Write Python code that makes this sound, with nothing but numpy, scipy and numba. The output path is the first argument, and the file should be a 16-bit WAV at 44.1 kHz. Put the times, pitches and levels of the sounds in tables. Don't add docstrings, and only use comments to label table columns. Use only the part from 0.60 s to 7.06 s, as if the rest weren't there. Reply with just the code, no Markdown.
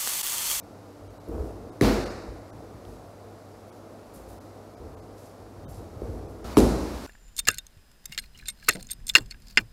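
import sys
import numpy as np
from scipy import signal
from scipy.fft import rfft, irfft, next_fast_len
from scipy.io import wavfile
from scipy.ndimage import uniform_filter1d
from numba import njit

SR = 44100
rng = np.random.default_rng(int(sys.argv[2]) if len(sys.argv) > 2 else 0)


def master_out(mix):
    frames = np.transpose(np.atleast_2d(mix))
    ceiling = np.clip(frames, -1, 1)
    pcm = np.round(ceiling * 32767).astype(np.int16)
    wavfile.write(sys.argv[1], SR, pcm)


def magnitude_from_level(level_db):
    exponent = np.asarray(level_db, float) / 20
    return 10 ** exponent


N = 285062
T = np.arange(N) / SR

# frequency in Hz, density in dB per Hz.
AIR_SPECTRUM = [(20, -45), (50, -14), (75, -24), (100, -10.5), (135, -16), (204, -11.5), (364, -13),
                (600, -10), (750, -13), (950, -20), (1400, -25.5), (3000, -34.5), (8000, -37.5),
                (16000, -43)]
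AIR_DB = -48
# frequency in Hz, width in Hz, level in dB, change in dB from 2.2 s on.
MOTORS = [(100, 27, -54, 1), (295, 2.7, -54.5, -6.5)]
HUM_CHANGE_S = 2.2
# frequency in Hz, density in dB per Hz.
CORNER_SPECTRUM = [(35, -24.5), (60, 11), (108, -18), (217, -3), (294, -10), (500, -10), (800, -12.5),
                   (1400, -18.5), (2520, -22), (6140, -26.5), (11000, -32), (16000, -33)]
CORNER_S, CORNER_DB = 5.843, -38

# start in seconds, level in dB, time held in seconds, hiss centre in Hz.
SCUFFS = [(.68, -67, 0.082, 9500), (.78, -63.5, 0.085, 8000), (2.25, -64, .07, 7450),
          (3.06, -71, 0.092, 9000), (3.53, -58, .025, 10500), (3.675, -60.5, 0.036, 9900),
          (3.81, -68, .03, 8000), (4.565, -60, 0.091, 7450), (5.078, -59, .03, 10500),
          (5.13, -62, .05, 7000), (5.40, -65, .17, 7440), (5.685, -66, 0.0099, 10000)]
GRIP_S, SLIDE_T60_S = 0.014, 0.51
SQUEAKS_HZ = [7500., 8700., 10500., 11800., 15100.]
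SQUEAK_DB, SQUEAK_T60_S = -1.5, 0.27

# start in seconds, weight on the sprung floor in dB,
# weight on the foam in dB, time held in seconds.
WEIGHTS = [(.02, -53, -55, .05), (.40, -49, -54, 0.11), (0.67, -35.5, -35.5, 0.15), (.94, -48, -44.5, 0.14),
           (1.63, -50, -41, .03), (1.69, -45, -47.5, .04), (1.92, -46, -50.5, 0.051),
           (2.13, -49, -55, 0.018), (2.26, -46, -48, 0.052), (3.07, -69, -54, 0.036),
           (3.28, -59, -51, 0.061), (3.55, -49, -52.5, 0.17), (4.19, -43.5, -45, 0.047),
           (4.32, -51.5, -54, 0.1), (4.76, -56, -51, 0.069), (4.95, -45, -52, .07), (5.07, -44, -66, 0.054),
           (5.17, -43, -44, 0.034), (5.30, -45, -49.5, 0.072), (5.41, -36, -39, 0.14),
           (5.60, -47, -45, 0.21), (5.80, -45, -49, 0.069)]
SINK_S, FLOOR_T60_S, FOAM_T60_S = 0.021, 0.69, 0.58
# level on the floor, level on the foam, in dB.
FIDGET_DB = [-60.5, -55.5]
FLOOR_HZ, SAG_HZ_PER_DB = 88, 1.0
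# frequency in Hz, width in Hz, gain in dB.
FLOOR_MODES = [(57, 13.5, 3), (157.4, 45, -8)]
# frequency in Hz, width in Hz, gain in dB.
FOAM_MODES = [(232, 62, 4), (330, 29.4, 7), (441, 86, 4.5), (594, 125, -7)]
# start in seconds, level in dB, pitch in Hz.
THUDS = [(0.798, -26, 57), (1.219, -15, 145), (1.249, -12.5, 225), (1.679, -32, 53), (2.139, -36, 103),
         (4.20, -49, 100), (5.055, -35, 200), (5.081, -32, 130), (5.175, -33.5, 110), (5.365, -31.5, 91),
         (5.489, -27, 91), (6.03, -35, 213)]
# start in seconds, tick in dB, tick pitch in Hz, foam pop in dB, pop pitch in Hz.
TAPS = [
    (.686, -50, 13000, -32, 330),
    (.906, -54, 2000, -32, 620),
    (2.251, -49, 3800, -38, 300),
    (5.417, -54, 2200, -23, 385),
]

# start in seconds, flutter in dB, flutter pitch in Hz, hall ring in dB.
SLAPS = [
    (1.2103, -14, 2060, -16),
    (5.9693, -9.5, 1530, -14.5),
]
# foam pop in dB, pop pitch in Hz, floor boom in dB, boom pitch in Hz.
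UNDER_SLAPS = [
    (-7, 325, -32.5, 49.3),
    (-3, 302, -28.5, 54.3),
]
FLUTTER_GLIDE = [0.11, 0.71]
OVERTONE_DB = [-8.5, -12]
FLAP_S = [0.00188, 0.0022]
SPIT_DB = [-31, -26.5]
# delay in seconds, level in dB.
ECHOES = [
    [(.0085, -2), (.0115, -9), (.016, -12), (.020, -24), (.026, -14), (.030, -23), (.039, -5)],
    [(.0080, -0.5), (.0105, -4), (.0155, 1.5), (.0195, -4), (.0235, -2), (.033, -6), (.041, -17)],
]
# frequency in Hz, density in dB per Hz.
RING_SPECTRA = [
    [(45, -27), (70, -8.5), (110, -2), (142, -17.5), (208, -2.5), (336, -3.5), (494, -4.5), (600, -10),
     (1200, -20.5), (2100, -23), (3000, -23), (5000, -29), (10000, -36.5), (16000, -34)],
    [(45, -14), (70, -7), (90, -3.5), (150, -7.5), (250, 1), (400, -4.5), (579, -11), (900, -19),
     (1340, -28.5), (2200, -31.5), (3300, -31.5), (5000, -34.5), (10000, -35.5), (16000, -43)],
]
BUILD_S = [0.014, 0.0014]
# frequency in Hz, decay by 60 dB in seconds.
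HALL_T60 = [(70, 1.01), (250, 0.89), (700, 0.96), (2000, 1.19), (3200, 0.64), (4500, 1.15), (5500, 0.98),
            (8000, 0.96), (15000, 0.48)]
BANDS_HZ = 32 * 2 ** np.arange(0, 9.1, 1 / 3)

# frequency in Hz, gain in dB.
MICROPHONE = [(800, -0.5), (1350, 2.5), (1600, -2), (2500, -2.5), (3300, -3.5), (3900, -0.5), (5000, 0.5),
              (6500, -2), (9500, -3.5), (11800, 0), (13200, -6), (15500, -6)]
# frequency in Hz, gain in dB.
UPPER_LIMIT = [(15550, 0), (15700, -4), (15900, -50)]
# centre in seconds, gain in dB, length in seconds.
DROPOUTS = [(.02, -14, .02), (.49, -14, .02), (.592, -16, .02), (1.11, -18, .022), (1.45, -12, .016),
            (1.494, -12, .016), (1.918, -18, .022), (3.113, -18, .02), (3.797, -20, .016), (4.16, -14, .02),
            (4.36, -14, .018), (4.412, -18, .02), (5.066, -35, .034), (5.674, -18, .015), (5.951, -10, .02)]


def level(x, db):
    return x * magnitude_from_level(db) / np.sqrt(np.mean(x ** 2))


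def on_log(hz, table):
    table = np.array(table)
    return np.interp(np.log(np.maximum(hz, 1)), np.log(table[:, 0]), table[:, 1])


def colour(x, table):
    size = next_fast_len(len(x))
    hz = np.arange(size // 2 + 1) * SR / size
    return irfft(rfft(x, size) * magnitude_from_level(on_log(hz, table)), size)[:len(x)]


@njit
def resonator(x, hz, width):
    y, band_state, low_state = np.empty(len(x)), 0., 0.
    for i in range(len(x)):
        g, k = np.tan(np.pi * hz[i] / SR), width[i] / hz[i]
        v = (band_state + g * (x[i] - low_state)) / (1 + g * (g + k))
        band_state = 2 * v - band_state
        low_state += 2 * g * v
        y[i] = k * v
    return y


def band(x, hz, width):
    return resonator(x, hz * np.ones(len(x)), width * np.ones(len(x)))


def double_band(x, hz, width):
    return band(band(x, hz, width), hz, width)


def even(x, span_s, share):
    power = uniform_filter1d(x ** 2, size=int(span_s * SR)) + 1e-12
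    return level(x / power ** (share / 2), 0)


def walk(rate):
    k = int(SR / rate)
    held = np.repeat(rng.standard_normal(N // k + 1), k)
    return 4 / 5 * uniform_filter1d(uniform_filter1d(held, k), k)[:N]


def grains(rate, spread_db):
    struck = rng.random(N) < rate / SR
    return struck * rng.standard_normal(N) * magnitude_from_level(spread_db * rng.exponential(size=N))


def play(starts, dbs, holds, attack_s, t60):
    coarse = T[::32]
    t = coarse - starts[:, None]
    fall_db = 60 * np.maximum(t - attack_s - holds[:, None], 0) / t60
    gains = np.clip(t / attack_s, 0, 1) * magnitude_from_level(dbs[:, None] - fall_db)
    return np.interp(T, coarse, np.sqrt(np.sum(gains ** 2, axis=0)))


def add(out, s, x):
    i = int(s * SR)
    out[i:i + len(x)] += x[:len(out) - i]


def fans():
    return level(colour(rng.standard_normal(N), AIR_SPECTRUM), AIR_DB) * magnitude_from_level(.5 * walk(2.86))


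def motor_hum():
    out = np.zeros(N)
    for hz, width, db, change_db in MOTORS:
        hum = band(rng.standard_normal(N), hz, width) + 0.17 * np.sin(2 * np.pi * hz * T)
        out += level(hum, db) * magnitude_from_level(change_db * (T > HUM_CHANGE_S))
    return out


def corner_hiss():
    return level(colour(rng.standard_normal(N), CORNER_SPECTRUM), CORNER_DB) * (T > CORNER_S)


def scuffs():
    s, db, held, hiss_hz = np.transpose(SCUFFS)
    hz = hiss_hz[np.maximum(np.searchsorted(s, T) - 1, 0)]
    slips = grains(12000, .8)
    hiss = level(double_band(slips, hz, 2.8 * hz) * np.sqrt(9000 / hz), 0)
    squeaks = np.zeros(N)
    for centre in SQUEAKS_HZ:
        squeaks += level(band(slips, centre, 350.) * magnitude_from_level(5 * walk(25)), SQUEAK_DB - 7)
    squeak_db = db + 20 * np.log10(np.clip((hiss_hz - 7000) / 3000, .1, 1))
    out = hiss * play(s, db, held, GRIP_S, SLIDE_T60_S)
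    return out + squeaks * play(s, squeak_db, held, GRIP_S, SQUEAK_T60_S)


def weight_shifts():
    s, floor_db, foam_db, held = np.transpose(WEIGHTS)
    floor_fidget = magnitude_from_level(FIDGET_DB[0] + 3.4 * walk(5.64))
    foam_fidget = magnitude_from_level(FIDGET_DB[1] + 5.9 * walk(9))
    on_floor = np.hypot(play(s, floor_db, held, SINK_S, FLOOR_T60_S), floor_fidget)
    on_foam = np.hypot(play(s, foam_db, held, SINK_S, FOAM_T60_S), foam_fidget)
    sag_hz = SAG_HZ_PER_DB * np.maximum(20 * np.log10(on_floor) + 52, 0)
    hz = FLOOR_HZ - sag_hz
    pushes = grains(1500, 0.76)
    floor = double_band(pushes, hz, 0.71 * hz)
    for mode_hz, width, db in FLOOR_MODES:
        floor = floor + magnitude_from_level(db) * double_band(pushes, mode_hz, width)
    foam = np.zeros(N)
    for mode_hz, width, db in FOAM_MODES:
        foam += magnitude_from_level(db) * double_band(pushes, mode_hz, 1.44 * width)
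    return even(floor, 0.0235, 0.64) * on_floor + even(foam, 0.0245, 1.0) * on_foam


def pop(db, hz, lag_s):
    turns = hz * np.maximum(T[:8000] - lag_s, 0)
    shape = (turns / .7 * np.exp(1 - turns / .7)) ** 1.6
    return -magnitude_from_level(db) * shape * np.sin(2 * np.pi * (turns + 0.084 * (1 - np.exp(-turns / 0.22))))


def crack(db, hz, length_s, hiss_db):
    t = T[:400]
    shape = np.clip(t / length_s, 0, 1) ** 0.61 * np.exp(-np.maximum(t - length_s, 0) / 0.00082)
    noise = rng.standard_normal(2000)
    tone = level(double_band(noise, hz, .9 * hz)[-400:], db)
    hiss = level(band(noise, 7800.0, 12000.0)[-400:], db + hiss_db)
    return shape * (tone + hiss)


def footfalls():
    out = np.zeros(N)
    for s, db, hz in THUDS:
        add(out, s, pop(db, hz, 0))
    for s, tick_db, tick_hz, pop_db, pop_hz in TAPS:
        add(out, s, crack(tick_db, tick_hz, 0.0014, -7.0))
        add(out, s, pop(pop_db, pop_hz, 0.0017))
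    return out


def hall_ring(table, db, build_s):
    t = T[:int(1.6 * SR)]
    hiss = level(even(colour(rng.standard_normal(len(t)), table), 0.0057, 0.11), db)
    spectrum = rfft(hiss)
    hz = np.maximum(np.arange(len(t) // 2 + 1) * SR / len(t), 1)
    out = np.zeros(len(t))
    for centre in BANDS_HZ:
        share = np.clip(1 - abs(3 * np.log2(hz / centre)), 0, 1)
        out += irfft(spectrum * share, len(t)) * magnitude_from_level(-60 * t / on_log(centre, HALL_T60))
    unbuilt = np.exp(-np.maximum(t - .007, 0) / build_s)
    return out * (1 - unbuilt + 0.09 * unbuilt * (t > .002))


def floor_boom(db, hz):
    t = T[:SR]
    swell = (1 - np.exp(-t / 0.024)) ** 2 * magnitude_from_level(-60 * t / 0.68)
    return magnitude_from_level(db + 16.5) * swell * np.sin(2 * np.pi * hz * t)


def flutter(db, hz, glide, overtone_db, length_s):
    t = T[:300]
    shape = np.clip(t / length_s, 0, 1) ** 0.99 * np.exp(-np.maximum(t - length_s, 0) / 0.00038)
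    wobble = uniform_filter1d(rng.standard_normal(len(t)), size=12)
    pitch = hz * (1 - glide * np.clip(t / 0.004, 0, 1)) * (1 + 0.073 * wobble)
    phase = 2 * np.pi * np.cumsum(pitch) / SR
    overtones = sum(np.cos(k * phase) / (k - 1) for k in range(2, 6))
    return magnitude_from_level(db) * shape * (np.cos(phase) + .27 * np.cos(phase / 2) + magnitude_from_level(overtone_db) * overtones)


def slaps():
    out = np.zeros(N)
    for i, (s, flap_db, flap_hz, hall_db) in enumerate(SLAPS):
        pop_db, pop_hz, boom_db, boom_hz = UNDER_SLAPS[i]
        add(out, s, flutter(flap_db, flap_hz, FLUTTER_GLIDE[i], OVERTONE_DB[i], FLAP_S[i]))
        add(out, s, crack(SPIT_DB[i], 3700.0, 0.0027, 2.6))
        add(out, s, pop(pop_db, pop_hz, 0.00245))
        for lag, db in ECHOES[i]:
            add(out, s + lag - .0003, crack(SPIT_DB[i] + db - 4.0, 3600.0, 0.0015, 7.8))
            add(out, s + lag, pop(pop_db + db - 5.5, 1.13 * pop_hz, 0.00169))
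        add(out, s, floor_boom(boom_db, boom_hz))
        add(out, s, hall_ring(RING_SPECTRA[i], hall_db, BUILD_S[i]))
    return out


def drop_treble(x):
    out, size = x.copy(), 4096
    hz, t = np.arange(size // 2 + 1) * SR / size, T[:size] - T[size // 2]
    kept = rng.random((len(DROPOUTS), 120)) < np.linspace(.22, -.05, 120)
    padded = np.pad(x, size)
    for (s, db, length_s), strips in zip(DROPOUTS, kept):
        i = int(s * SR) + size // 2
        lost = (hz > 1700) * np.where(strips[(hz // 200).astype(int)], -.8, 1)
        window = np.exp(-abs(2 * t / (.95 * length_s)) ** 4)
        piece = irfft(rfft(padded[i:i + size]) * lost, size) * window * (magnitude_from_level(db) - 1)
        start = i - size
        out[max(start, 0):start + size] += piece[max(-start, 0):]
    return out


def scene():
    background = fans() + motor_hum() + corner_hiss()
    return (background + scuffs() + weight_shifts() + footfalls() + slaps())[None]


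def band_limit(x):
    return signal.sosfilt(signal.butter(12, 16760, fs=SR, output="sos"), x)


def record(dry):
    heard = colour(colour(dry[0], MICROPHONE), UPPER_LIMIT)
    mix = drop_treble(heard)[None]
    return band_limit(mix)


dry = scene()
out = record(dry)
master_out(out)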